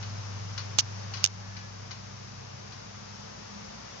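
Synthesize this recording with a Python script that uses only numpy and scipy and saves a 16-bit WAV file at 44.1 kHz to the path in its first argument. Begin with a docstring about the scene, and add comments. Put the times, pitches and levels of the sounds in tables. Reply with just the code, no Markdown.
"""A quiet room with steady hiss, a fading appliance hum and a faint motor that slowly speeds up.
Hard plastic snaps twice at the microphones and chatters to rest, each contact exciting the case.
A soft rub leads into the second snap, a faint whistle follows; soft ticks sound farther off.
The recorder is narrow-band, ducks after each snap and clips on the loudest peaks."""
import sys
import numpy as np
from scipy import signal
from scipy.fft import rfft, irfft
from scipy.io import wavfile
from scipy.ndimage import uniform_filter1d

SR = 44100
rng = np.random.default_rng(int(sys.argv[2]) if len(sys.argv) > 2 else 0)


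def master_out(mix):
    """Clip the mix to full scale and print it as 16-bit PCM to the path in sys.argv[1]."""
    frames = np.transpose(np.atleast_2d(mix))
    ceiling = np.clip(frames, -1, 1)
    pcm = np.round(ceiling * 32767).astype(np.int16)
    wavfile.write(sys.argv[1], SR, pcm)


N = 176400
T = np.arange(N) / SR
ROOM_LAG_S = .00078  # left mic late

# tick and rub spectrum per mic: f/Hz, gain/dB
TICK_EQ_LEFT = [(200, -29.5), (700, -18), (1100, 1.5), (2800, 8), (3600, 0), (4250, 12), (5400, 8),
                (6300, 4), (7200, -16.5)]
TICK_EQ_RIGHT = [(200, -25.5), (700, -17.5), (1100, 10.5), (2300, -4.5), (3500, 1.5), (4600, -2.5),
                 (6300, -1), (7200, -21)]


def amp(db):
    return 10 ** (np.asarray(db) / 20)


def unit_rms(x):
    return x / np.sqrt(np.mean(abs(x) ** 2) + 1e-20)


def at_hz(points, hz):
    f, value = np.transpose(points)
    return np.interp(np.log(hz + 1), np.log(f + 1), value)


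def curve(points):
    return np.interp(T, *np.transpose(points))


def add(mix, start_s, sound):
    part = mix[max(round(start_s * SR), 0):][:len(sound)]
    part += sound[:len(part)]


def colour(x, eq, size=4096):
    """Causal filter with the given spectrum."""
    log_gain = np.log(amp(at_hz(eq, abs(np.fft.fftfreq(size, 1 / SR)))))
    taps = np.fft.ifft(np.exp(np.conj(signal.hilbert(log_gain)))).real
    return signal.fftconvolve(x, taps[:size // 2])[:N]


def tone(hz, waver=.35, rate_hz=10.0):
    """Unit-power sine at both mics, wavering in level and phase."""
    noise = rng.standard_normal(N) + 1j * rng.standard_normal(N)
    lowpass = np.exp(-(np.fft.fftfreq(N, 1 / SR) / rate_hz) ** 2)
    drift = unit_rms(np.fft.ifft(noise * lowpass))
    cycles = np.cumsum(hz * np.ones(N)) / SR + rng.random()
    wave = np.sqrt(2) * unit_rms(1 + waver * drift) * np.exp(2j * np.pi * cycles)
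    return np.array([wave * np.exp(-2j * np.pi * hz * ROOM_LAG_S), wave]).real


def snaps():
    """Contacts strike a plastic case: bright crack, low knock, buzz of dense modes, brief ring."""
    # snaps and rebounds: t/s, level/dB, relative knock/dB, relative ring and buzz/dB
    contacts = [ (.7837, -24, -20, 0), (.7870, 0, 2, 0), (.7873, -4, 1, 0), (.7920, -3, -14, 0),
                (.7924, -3, -14, 0), (.7955, -7, -16, 0), (.7962, -9, -16, 0), (.7986, -8, -18, 0),
                (.7992, -17, -20, 0), (.8010, -12, -20, 0), (.8019, -14, -20, 0), (.8026, -17, -20, 0),
                (.8033, -18, -20, 0), (.8040, -13, -20, 0), (.8058, -17, -20, 0), (.8067, -16, -20, 0),
                (.8077, -19, -20, 0), (.8087, -22, -20, 0), (.8102, -23, -20, 0), (1.2371, -22, -10, -7),
                (1.2419, 0, -2, -7), (1.24226, -.5, -4, -7), (1.24268, -3, -6, -7), (1.2503, -10, -10, -7),
                (1.2514, -4, -12, -7), (1.2614, -5, -12, -7), (1.2740, -18, -20, -7)]
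    # case modes: f/Hz, left/dB, right/dB, t60/s
    modes = [(4635, -68, -43, .19), (5572, -50, -64, .1)]
    # contact spectra: f/Hz, gain/dB
    crack_eq_left = [(200, -26), (1200, -25.5), (2000, -21.5), (2800, -9), (4300, -10.5), (5150, -10),
                     (5850, 5.5), (6400, 3), (7300, -20)]
    crack_eq_right = [(200, -45), (1100, -10.5), (2000, -10.5), (2900, 0), (4200, 2.5), (5400, 5),
                      (6600, 4), (7300, -4.5)]
    knock_eq = [(20, -21), (120, -8.5), (400, -12), (1400, 3), (2100, -19), (5000, -77)]
    crack_gain_db, knock_gain_db, lags_s = (11.5, 12.3), (-14, 11), (.00135, 0)  # left, right
    buzz_db, buzz_t60_s = -8, .018
    out, t = np.zeros((2, N)), T[:SR // 3]
    fade = amp(-60 * t / buzz_t60_s)
    buzz_envelope = amp(buzz_db) * fade / np.linalg.norm(fade)
    for side, crack_eq in enumerate([crack_eq_left, crack_eq_right]):
        cracks, knocks = np.zeros((2, N))
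        ring = sum(amp(mic_db[side] - 60 * t / t60_s) * np.sin(2 * np.pi * hz * t)
                   for hz, *mic_db, t60_s in modes)
        for start_s, db, knock_db, ring_db in contacts:
            arrival_s = start_s + lags_s[side]
            buzz = buzz_envelope * rng.standard_normal(len(t))
            add(cracks, arrival_s, amp([db]))
            add(cracks, arrival_s, amp(db + ring_db) * buzz)
            add(knocks, arrival_s, amp([db + knock_db]))
            add(out[side], arrival_s, amp(db + ring_db) * ring)
        out[side] += amp(crack_gain_db[side]) * colour(cracks, crack_eq)
        out[side] += amp(knock_gain_db[side]) * colour(knocks, knock_eq)
    return out


def ticks():
    """Distant ticks: dense early reflections and a short room tail, doubled by a desk echo."""
    # ticks: t/s, level/dB
    events = [(.0270, -13), (0.5774, -6), (1.1371, -7.5), (1.170, -12.5), (1.5653, -14), (1.9085, -11),
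              (2.7197, -19)]
    gain_db, rise_s, early_t60_s = 2.5, .0013, .045
    tail_db, tail_t60_s = -2, .25
    echo_s, echo_gain = .00203, .5
    out, t = np.zeros((2, N)), T[:SR // 3]
    decay = amp(-60 * t / early_t60_s) + amp(tail_db - 60 * t / tail_t60_s)
    envelope = np.minimum(t / rise_s, 1) * decay
    envelope /= np.linalg.norm(envelope) * np.hypot(1, echo_gain)  # unit energy with echo
    for start_s, db in events:
        for channel in out:
            tick = amp(gain_db + db) * envelope * rng.standard_normal(len(t))
            add(channel, start_s, tick)
            add(channel, start_s + echo_s, echo_gain * tick)
    return np.array([colour(out[0], TICK_EQ_LEFT), colour(out[1], TICK_EQ_RIGHT)])


def rub():
    """Faint sliding noise just before the second snap."""
    # envelope: t/s, level/dB
    level = [(1.13, -82), (1.145, -48), (1.2, -49), (1.236, -44), (1.25, -93)]
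    left, right = amp(curve(level)) * rng.standard_normal((2, N))
    return np.array([colour(left, TICK_EQ_LEFT), colour(right, TICK_EQ_RIGHT)])


def hum():
    """Fading electric hum over weaker steady tones."""
    # hum envelope: t/s, level/dB
    level = [(0, -38), (.7, -39), (1.17, -39.5), (1.3, -42.5), (2, -46.5), (2.7, -50), (3.4, -53), (4, -65)]
    # steady tones: f/Hz, level/dB
    tones = [(57, -63.5), (112.6, -60), (170, -64.5), (226, -66), (337, -74.5), (396, -76), (451, -64),
             (4635, -64)]
    balance_db = [[0], [-1.35]]
    mains = tone(hz=100.3, waver=.039) * amp(curve(level)) * amp(balance_db)
    return mains + sum(amp(db) * tone(hz) for hz, db in tones)


def motor():
    """Harmonics 2 and 3 of a distant motor gaining speed."""
    # rotation rate: t/s, f/Hz
    speed = [(0, 57.5), (.7, 61.24), (1.5, 63.23), (2.2, 64.7), (3, 67.4), (4, 68.97)]
    # harmonic envelopes: t/s, level/dB
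    second = [(0, -49.5), (1.15, -50.5), (1.4, -70), (1.8, -54.5), (2.25, -50.5), (2.8, -56.5),
              (3.3, -58.5), (4, -65.5)]
    third = [(0, -57), (.7, -56), (1.5, -55), (2.5, -59), (3.45, -53.5), (3.65, -48), (3.85, -62),
             (4, -61.5)]
    return sum(amp(curve(level)) * tone(harmonic * curve(speed), waver=.3)
               for harmonic, level in [(2, second), (3, third)])


def whistle():
    """Thin, slightly falling whistle after the second snap."""
    # glide: t/s, f/Hz
    pitch = [(1.4, 1743.5), (1.75, 1677.5)]
    # envelope: t/s, level/dB
    level = [(1.36, -100), (1.44, -55), (1.66, -56), (1.78, -100)]
    return amp(curve(level)) * tone(curve(pitch))


def rush():
    """Faint midrange noise that dips, swells at the second snap and dies down."""
    # spectrum: f/Hz, gain/dB
    eq = [(200, -27), (700, -5), (1450, -1), (2000, -8), (4000, -32)]
    # envelope: t/s, level/dB
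    level = [(0, -43), (.7, -50.5), (1.25, -43), (2, -58), (4, -70)]
    return np.array([colour(noise, eq) for noise in rng.standard_normal((2, N))]) * amp(curve(level))


def air():
    """Room rumble common to both mics, under hiss separate in each."""
    # room noise spectra: f/Hz, gain/dB
    eq_left = [(20, -15.5), (45, -11.5), (70, 2.5), (120, 2.5), (200, 3.5), (290, -7), (550, 1),
               (1100, -1.5), (2000, -6), (3400, -8.5), (4400, -7), (5500, -1.5), (6500, -7.5), (7300, -19)]
    eq_right = [(20, -30.5), (45, -7.5), (70, -7), (120, 2.5), (200, 3), (290, -6.5), (550, -1.5),
                (1100, -3), (2000, -8), (3400, -12), (4400, -13), (5500, -11), (6500, -9.5), (7300, -19.5)]
    # slow drift: t/s, level/dB
    level = [(0, 3), (1.2, 2.5), (1.35, 0), (2.2, -0.2), (3, 0.5), (4, 2)]
    # left-right likeness: f/Hz, correlation
    likeness = [(50, 0.98), (200, 1), (550, .76), (1000, 0.16), (2000, 0.08), (7000, 0.04)]
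    gain_db = -36
    hz = np.fft.rfftfreq(N, 1 / SR)
    right, separate = rfft(rng.standard_normal((2, N)))
    shared = np.clip(at_hz(likeness, hz), 0, 1)
    left = shared * right + np.sqrt(1 - shared ** 2) * separate
    left *= np.exp(-2j * np.pi * hz * ROOM_LAG_S)
    noise = irfft([left * amp(at_hz(eq_left, hz)), right * amp(at_hz(eq_right, hz))], N)
    return noise * amp(gain_db + curve(level))


def scene():
    return air() + rush() + hum() + motor() + whistle() + snaps() + ticks() + rub()


def band_limit(x, taps, cutoff_hz):
    kernel = signal.firwin(taps, cutoff_hz, window=("kaiser", 8), fs=SR)
    return signal.oaconvolve(x, kernel[None], "same")


def record(dry):
    """Voice band, gain control that ducks after peaks, clipping, final low-pass."""
    threshold_db, release_db_per_s, duck_share, delay_s = -31.5, 158, .15, .016
    x = band_limit(dry, taps=121, cutoff_hz=7480)
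    power_db = 10 * np.log10(abs(uniform_filter1d((x ** 2).mean(0), size=200)) + 1e-12)
    fall_db = T * release_db_per_s
    held_db = np.maximum.accumulate(power_db + fall_db) - fall_db  # decaying peak hold
    over_db = uniform_filter1d(np.maximum(held_db - threshold_db, 0), size=600)
    duck_db = duck_share * np.interp(T - delay_s, T, over_db)
    clipped = np.clip(x * amp(-duck_db), -1, 1)
    return band_limit(clipped, taps=255, cutoff_hz=15500)


dry = scene()
out = record(dry)
master_out(out)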